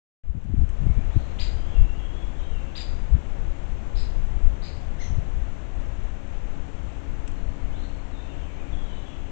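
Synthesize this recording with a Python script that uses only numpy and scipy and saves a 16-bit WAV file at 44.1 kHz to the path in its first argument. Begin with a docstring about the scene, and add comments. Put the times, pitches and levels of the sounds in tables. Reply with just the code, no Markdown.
"""Four sharp bird chips, another bird's yelp and two phrases of a far warbler, by a slow stream.
The calls are gliding syrinx tones, scattered by banks and trees. Water and leaves hush, far
machinery hums, a twig ticks; moving air rumbles and its eddies buffet the microphone.
The sound fades in, on the left channel only."""
import sys
import numpy as np
from scipy import signal
from scipy.fft import rfft, irfft, next_fast_len
from scipy.io import wavfile
from scipy.ndimage import map_coordinates

SR = 44100
rng = np.random.default_rng(int(sys.argv[2]) if len(sys.argv) > 2 else 0)


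def wav_record(signal):
    """Record a signal, one row per channel, as 16-bit PCM in the file named by sys.argv[1]."""
    frames = np.transpose(np.atleast_2d(signal))
    bounded = np.clip(frames, -1, 1)
    # unit amplitude maps onto the largest positive 16-bit level
    quanta = np.round(bounded * 32767).astype(np.int16)
    wavfile.write(sys.argv[1], SR, quanta)


N = 410571
TIME = np.arange(N) / SR


def amp(db):
    return 10 ** (np.asarray(db) / 20)


def unit(x):
    return x / np.sqrt(np.mean(x ** 2) + 1e-20)


def wobble(rate_hz, size=N):
    """Smooth random curve through rate_hz knots a second."""
    knots = rng.standard_normal(int(size * rate_hz / SR) + 4)
    return map_coordinates(knots, [np.arange(size) * rate_hz / SR])


def filtered(x, response):
    """Zero-phase filter with gain response(hz)."""
    size = next_fast_len(len(x) + 8192)
    return irfft(rfft(x, size) * response(np.fft.rfftfreq(size, 1 / SR)), size)[:len(x)]


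def noise(spectrum):
    """Noise of rms 1, shaped by rows of (frequency [Hz], level [dB])."""
    knots_hz, db = np.transpose(spectrum)
    gain = lambda hz: amp(np.interp(np.log(hz + 1), np.log(knots_hz), db))
    return unit(filtered(rng.standard_normal(N), gain))


def rasp(size, low_hz, high_hz):
    """Band noise of rms 1."""
    band = lambda hz: 1 / (1 + (low_hz / (hz + 1)) ** 8 + (hz / high_hz) ** 12)
    return unit(filtered(rng.standard_normal(size), band))


def add(track, start_s, x):
    part = track[max(0, round(start_s * SR)):][:len(x)]
    part += x[:len(part)]


def voice(hz, harmonics_db=(0,)):
    """Harmonic tone along a pitch curve."""
    phase = 2 * np.pi * np.cumsum(hz) / SR
    return np.sqrt(2) * sum(amp(db) * np.sin(k * phase) for k, db in enumerate(harmonics_db, 1))


def woods(x, t60_s, late_db, late_t60_s):
    """Scatter from banks and trunks: a quick dense answer and a weak long tail."""
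    t = np.arange(SR) / SR
    decay = amp(-60 * t / t60_s) + amp(late_db - 60 * t / late_t60_s)
    onset = 1 - np.exp(-t / 0.013)
    tail = rng.standard_normal(SR) * decay * onset
    return signal.fftconvolve(x, tail / np.linalg.norm(tail))


def chips():
    """Small bird: fast pitch arches, second harmonic dominant, over a lower, rougher second voice."""
    # (time [s], level [dB], top pitch [Hz], length [s], arch depth [share of top pitch],
    #  bank echo delay [s], wood scatter [dB], third harmonic [dB], rasp [dB])
    calls = [(1.387, -42.8, 2500, .044, .47, .027, -0.5, -10.5, -6),
             (2.749, -43, 2520, .044, .41, .041, 0.5, -12.5, -7.5),
             (3.950, -53.3, 2580, .045, .38, .018, 6, -12, -7.5),
             (4.618, -53.3, 2510, .04, .31, .033, 6.5, -18, -11)]
    # arch of one chip: (position [share of length], pitch drop [share of depth], level [dB])
    contour = [(0, 1, -11), (.15, .58, -1), (.3, .14, -1), (.5, 0, -1.3), (.7, .11, -.5), (.85, .52, -1.5),
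               (1, .95, -9)]
    position, drop, contour_db = np.transpose(contour)
    out = np.zeros(N)
    for start_s, db, top_hz, length_s, depth, echo_s, scatter_db, third_db, rasp_db in calls:
        size = int(length_s * SR)
        progress = np.linspace(0, 1, size)
        arch = 1 - depth * np.interp(progress, position, drop)
        jitter = 0.003 + 0.061 * (1 - arch)  # steady on top, ragged on the flanks
        hz = top_hz * arch * (1 + jitter * wobble(900, size))
        lower_hz = 0.83 * top_hz * arch ** 0.75 * (1 + 0.06 * wobble(900, size))
        tone = voice(hz, [-11, 0]) + amp(-5.5) * voice(lower_hz, [-15, 0, -17, third_db - 9.5])
        tone += amp(rasp_db) * rasp(size, low_hz=2010, high_hz=3700)
        level_db = db + np.interp(progress, position, contour_db) + 2.3 * wobble(500, size)
        envelope = amp(level_db) * signal.windows.tukey(size, 0.1)
        third = amp(third_db + 30 * (arch - 1)) * voice(3 * hz)  # strongest at the top of the arch
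        call = envelope * tone
        upper = envelope * (third + amp(-21.5) * rasp(size, low_hz=5700, high_hz=6900))
        scatter = woods(call + upper, t60_s=0.45, late_db=-21.5, late_t60_s=0.82)
        add(out, start_s, amp(-3.5) * (call + amp(-6) * upper))  # treble beams away into the trees
        add(out, start_s + echo_s, amp(-8.5) * (call + upper))  # far bank
        add(out, start_s, amp(scatter_db - 2.5) * scatter)
    return out


def yelp():
    """Second bird: a lower, raspy arch and its echo from the bank."""
    # arch of the yelp: (time [s], pitch [Hz], level [dB])
    contour = [(4.991, 1680, -59), (4.999, 1950, -52), (5.012, 2170, -52), (5.024, 2040, -50.5),
               (5.034, 1750, -56)]
    times_s, hz, db = np.transpose(contour)
    start_s = times_s[0]
    t = np.arange(start_s, times_s[-1], 1 / SR)
    pitch_hz = np.interp(t, times_s, hz) * (1 + 0.011 * wobble(500, len(t)))
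    envelope = amp(np.interp(t, times_s, db) + 1.1 * wobble(900, len(t)))
    call = envelope * voice(pitch_hz, [-1, -12, -11])
    out = np.zeros(N)
    add(out, start_s, call)
    add(out, start_s + 0.038, amp(-4.5) * call)
    # foliage scatters upper harmonics and rasp most
    bright = voice(pitch_hz, [-3.5, -8, 0.5, -28]) + amp(-6) * rasp(len(t), low_hz=2600, high_hz=3700)
    add(out, start_s, woods(envelope * bright, t60_s=0.39, late_db=-23, late_t60_s=0.7))
    return out


def warbler():
    """Far warbler: two phrases of whistles and slurs, a rising sweep in each, mostly via the trees."""
    # rising sweeps: (time [s], level [dB])
    sweeps = [(1.075, -61), (7.703, -57.5)]
    # notes: (time [s], length [s], pitch [Hz], slur [octaves], level [dB])
    whistles = [(0.869, 0.065, 2200, 0.13, -63), (.96, .07, 2360, .12, -61), (1.56, 0.084, 3140, -.1, -61),
                (1.66, 0.089, 3290, -.12, -61.5), (1.737, 0.094, 2733, -.04, -52),
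                (1.946, 0.063, 3000, .25, -57), (1.997, 0.079, 3255, .06, -58),
                (2.125, 0.11, 3370, .03, -60), (2.37, 0.073, 3690, .12, -64.5),
                (2.385, 0.086, 3120, -.07, -58.5), (2.504, .03, 2920, -.15, -59),
                (2.54, .06, 2700, -.04, -57.5), (7.338, 0.13, 4220, .04, -73),
                (7.591, 0.03, 2200, .03, -58.5), (8.118, 0.073, 3750, -.14, -64),
                (8.15, 0.067, 3570, -.04, -62.5), (8.219, .05, 2620, -.03, -59),
                (8.274, .07, 2810, .2, -58.5), (8.4, 0.063, 3140, -.25, -61),
                (8.447, .08, 2420, -.24, -58.3), (8.572, 0.044, 2380, 0.2, -58.5),
                (8.724, 0.031, 3360, -.12, -54), (8.76, .1, 3300, -.015, -60.5),
                (8.84, 0.1, 3860, .04, -66), (8.868, 0.025, 3150, -.16, -61),
                (8.886, 0.057, 3015, -0.03, -56), (8.9, .06, 3530, .15, -65),
                (9.054, 0.036, 3280, -0.165, -54.5), (9.088, 0.056, 2770, -.2, -59)]
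    sweep_s, from_hz, to_hz, rise_s, fade_db = 0.17, 1900, 4370, 0.046, 7.5
    out = np.zeros(N)

    def sing(start_s, hz, db, quaver):
        tone = voice(hz * (1 + quaver * wobble(300, len(hz))))
        note = amp(db) * tone * signal.windows.tukey(len(hz), 0.25)
        add(out, start_s, amp(-5.5) * note)
        add(out, start_s, amp(-2) * woods(note, t60_s=0.83, late_db=-14.5, late_t60_s=1.5))

    t = np.arange(int(sweep_s * SR)) / SR
    sweep_hz = to_hz + (from_hz - to_hz) * np.exp(-t / rise_s)
    for start_s, db in sweeps:
        sing(start_s, sweep_hz, db - fade_db * t / sweep_s, quaver=0.034)
    for start_s, length_s, hz, octaves, db in whistles:
        slur_hz = hz * 2 ** (octaves * np.linspace(-0.5, 0.5, int(length_s * SR)))
        sing(start_s, slur_hz, db, quaver=0.013 + 0.072 * abs(octaves))
    return out


def puffs():
    """Wind puffs: uneven eddies push and pull on the microphone diaphragm."""
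    # (peak time [s], level [dB], eddy rate [Hz], Gaussian half width [s])
    gusts = [(0.299, -11.5, 50.3, .009), (0.354, -19, 115, 0.0075), (.378, -19.5, 105, 0.0083),
             (0.455, -26.5, 136, 0.0052), (0.503, -21, 91, 0.014), (0.539, -17.5, 62, 0.013),
             (.543, -19, 215, 0.0021), (.583, -19, 93, 0.01), (.605, -15, 44, .009), (.63, -13, 72, 0.012),
             (0.819, -18, 61, 0.012), (0.853, -27, 150, 0.0098), (0.869, -16.5, 105, 0.0062),
             (0.9, -18, 50, 0.011), (0.976, -17.5, 45, 0.0075), (.99, -33, 207, 0.0044),
             (1.169, -14, 90, 0.0058), (1.178, -21.5, 39, 0.009), (1.815, -12, 35, 0.029),
             (2.541, -27, 25.3, 0.04), (3.144, -16.5, 41.1, 0.021), (3.171, -27, 120, 0.006),
             (3.481, -25.5, 31, 0.041), (4.016, -23.5, 20, 0.057), (4.19, -22.5, 31, 0.022),
             (4.463, -16, 26.3, 0.027), (4.535, -26.5, 55, 0.018), (5.113, -25, 62, 0.018),
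             (5.186, -20, 69, 0.0093), (7.485, -27, 28.5, 0.034)]
    out, t = np.zeros(N), np.arange(-SR // 5, SR // 5) / SR
    for peak_s, db, eddy_hz, half_s in gusts:
        rate_hz = eddy_hz * np.exp(0.3294 * wobble(130.1, len(t)))
        swirl = np.sin(2 * np.pi * (np.cumsum(rate_hz) / SR + rng.random()))
        lowpass = lambda hz: 1 / (1 + (hz / (1.58 * eddy_hz)) ** 2.9)
        churn = unit(filtered(rng.standard_normal(len(t)), lowpass))
        envelope = amp(db) * np.exp(-0.5 * (t / half_s) ** 2)
        add(out, peak_s + t[0], envelope * (swirl + 0.53 * churn))
    return filtered(out, lambda hz: 1 / (1 + (hz / 480) ** 8))


def twig():
    """A twig gives way in dry ticks, each with a faint scatter after it."""
    # (time [s], level [dB])
    ticks = [(0.441, -59), (.691, -54), (7.2771, -47), (7.316, -60)]
    # tick spectrum: (frequency [Hz], level [dB])
    spectrum = [(800, -10), (2000, 14), (3000, 8), (4500, -10), (5500, 1), (6500, 2), (8000, 6.5),
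                (9000, -31)]
    hold_s, snap_t60_s, scatter_t60_s = 0.0022, 0.015, 0.13
    envelope, t = np.zeros(N), np.arange(SR // 4) / SR
    snap = amp(-60 * np.maximum(t - hold_s, 0) / snap_t60_s)
    scatter = amp(-12 - 60 * t / scatter_t60_s)
    for start_s, db in ticks:
        add(envelope, start_s, amp(db) * (snap + scatter))
    return envelope * noise(spectrum)


def rumble():
    """Moving air: a low, uneven rumble."""
    # wind strength: (time [s], level [dB])
    wind = [(0.7, -29.5), (2.88, -37), (3.05, -33), (3.91, -36), (4.36, -29.5), (4.67, -36.5),
            (5.15, -31.5), (6.01, -36), (9.3, -37.5)]
    # moving air: (frequency [Hz], level [dB])
    spectrum = [(8, -3.5), (24, 4), (46, -3.5), (65, -5.5), (88, -12), (160, -23), (300, -41), (700, -87.5)]
    wind_db = np.interp(TIME, *np.transpose(wind))
    return amp(wind_db + 2.5 + 1.57 * wobble(8)) * noise(spectrum)


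def stream():
    """Water and leaves: an even hush."""
    # hush: (frequency [Hz], level [dB])
    spectrum = [(60, -20), (150, 7.5), (260, 3), (420, -0.5), (700, -2), (1100, -8), (1700, -11),
                (2800, -14.5), (3800, -22), (4800, -30.5), (5400, -29.5), (6200, -25), (7600, -27),
                (8500, -44.5)]
    ripple_db = 0.25 * wobble(1.5) + 0.35 * wobble(12)
    return amp(-48.5 + ripple_db) * noise(spectrum)


def hum():
    """Far machinery: tones that swell, ebb and waver on their way through the air."""
    # (pitch [Hz], quiet level [dB], loud level [dB], peak time [s], rise [s], fall [s])
    tones = [(278.3, -66.5, -54.5, 6.94, 0.36, 2.4), (334.5, -72.5, -62, 1.7, 0.46, 6),
             (556.5, -73, -66, 4.6, 3, 1.3), (270.5, -80, -61.5, 6.1, .45, .6)]
    waver_hz, waver_db = 1.4, 2
    out = np.zeros(N)
    for hz, quiet_db, loud_db, peak_s, rise_s, fall_s in tones:
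        width_s = np.where(TIME < peak_s, rise_s, fall_s)
        swell = np.exp(-0.5 * ((TIME - peak_s) / width_s) ** 2)
        level_db = quiet_db + (loud_db - quiet_db) * swell + waver_db * wobble(9)
        out += amp(level_db) * voice(hz + waver_hz * wobble(16))
    return out


def scene():
    """Left channel only; the sound cuts in partway up a fade."""
    open_s, fade_s, gain_db = 0.235, 0.93, 7.5
    mix = chips() + yelp() + twig() + stream() + hum() + rumble() + puffs() + warbler()
    gate = np.clip((TIME - open_s) / 0.002, 0, 1)
    fade = np.minimum(TIME / fade_s, 1) ** 1.25
    return np.array([amp(gain_db) * gate * fade * mix, np.zeros(N)])


def record(dry):
    """Recorder band limit: a steep low-pass."""
    cutoff_hz = 8850
    return np.array([filtered(x, lambda hz: 1 / np.sqrt(1 + (hz / cutoff_hz) ** 120)) for x in dry])


dry = scene()
out = record(dry)
wav_record(out)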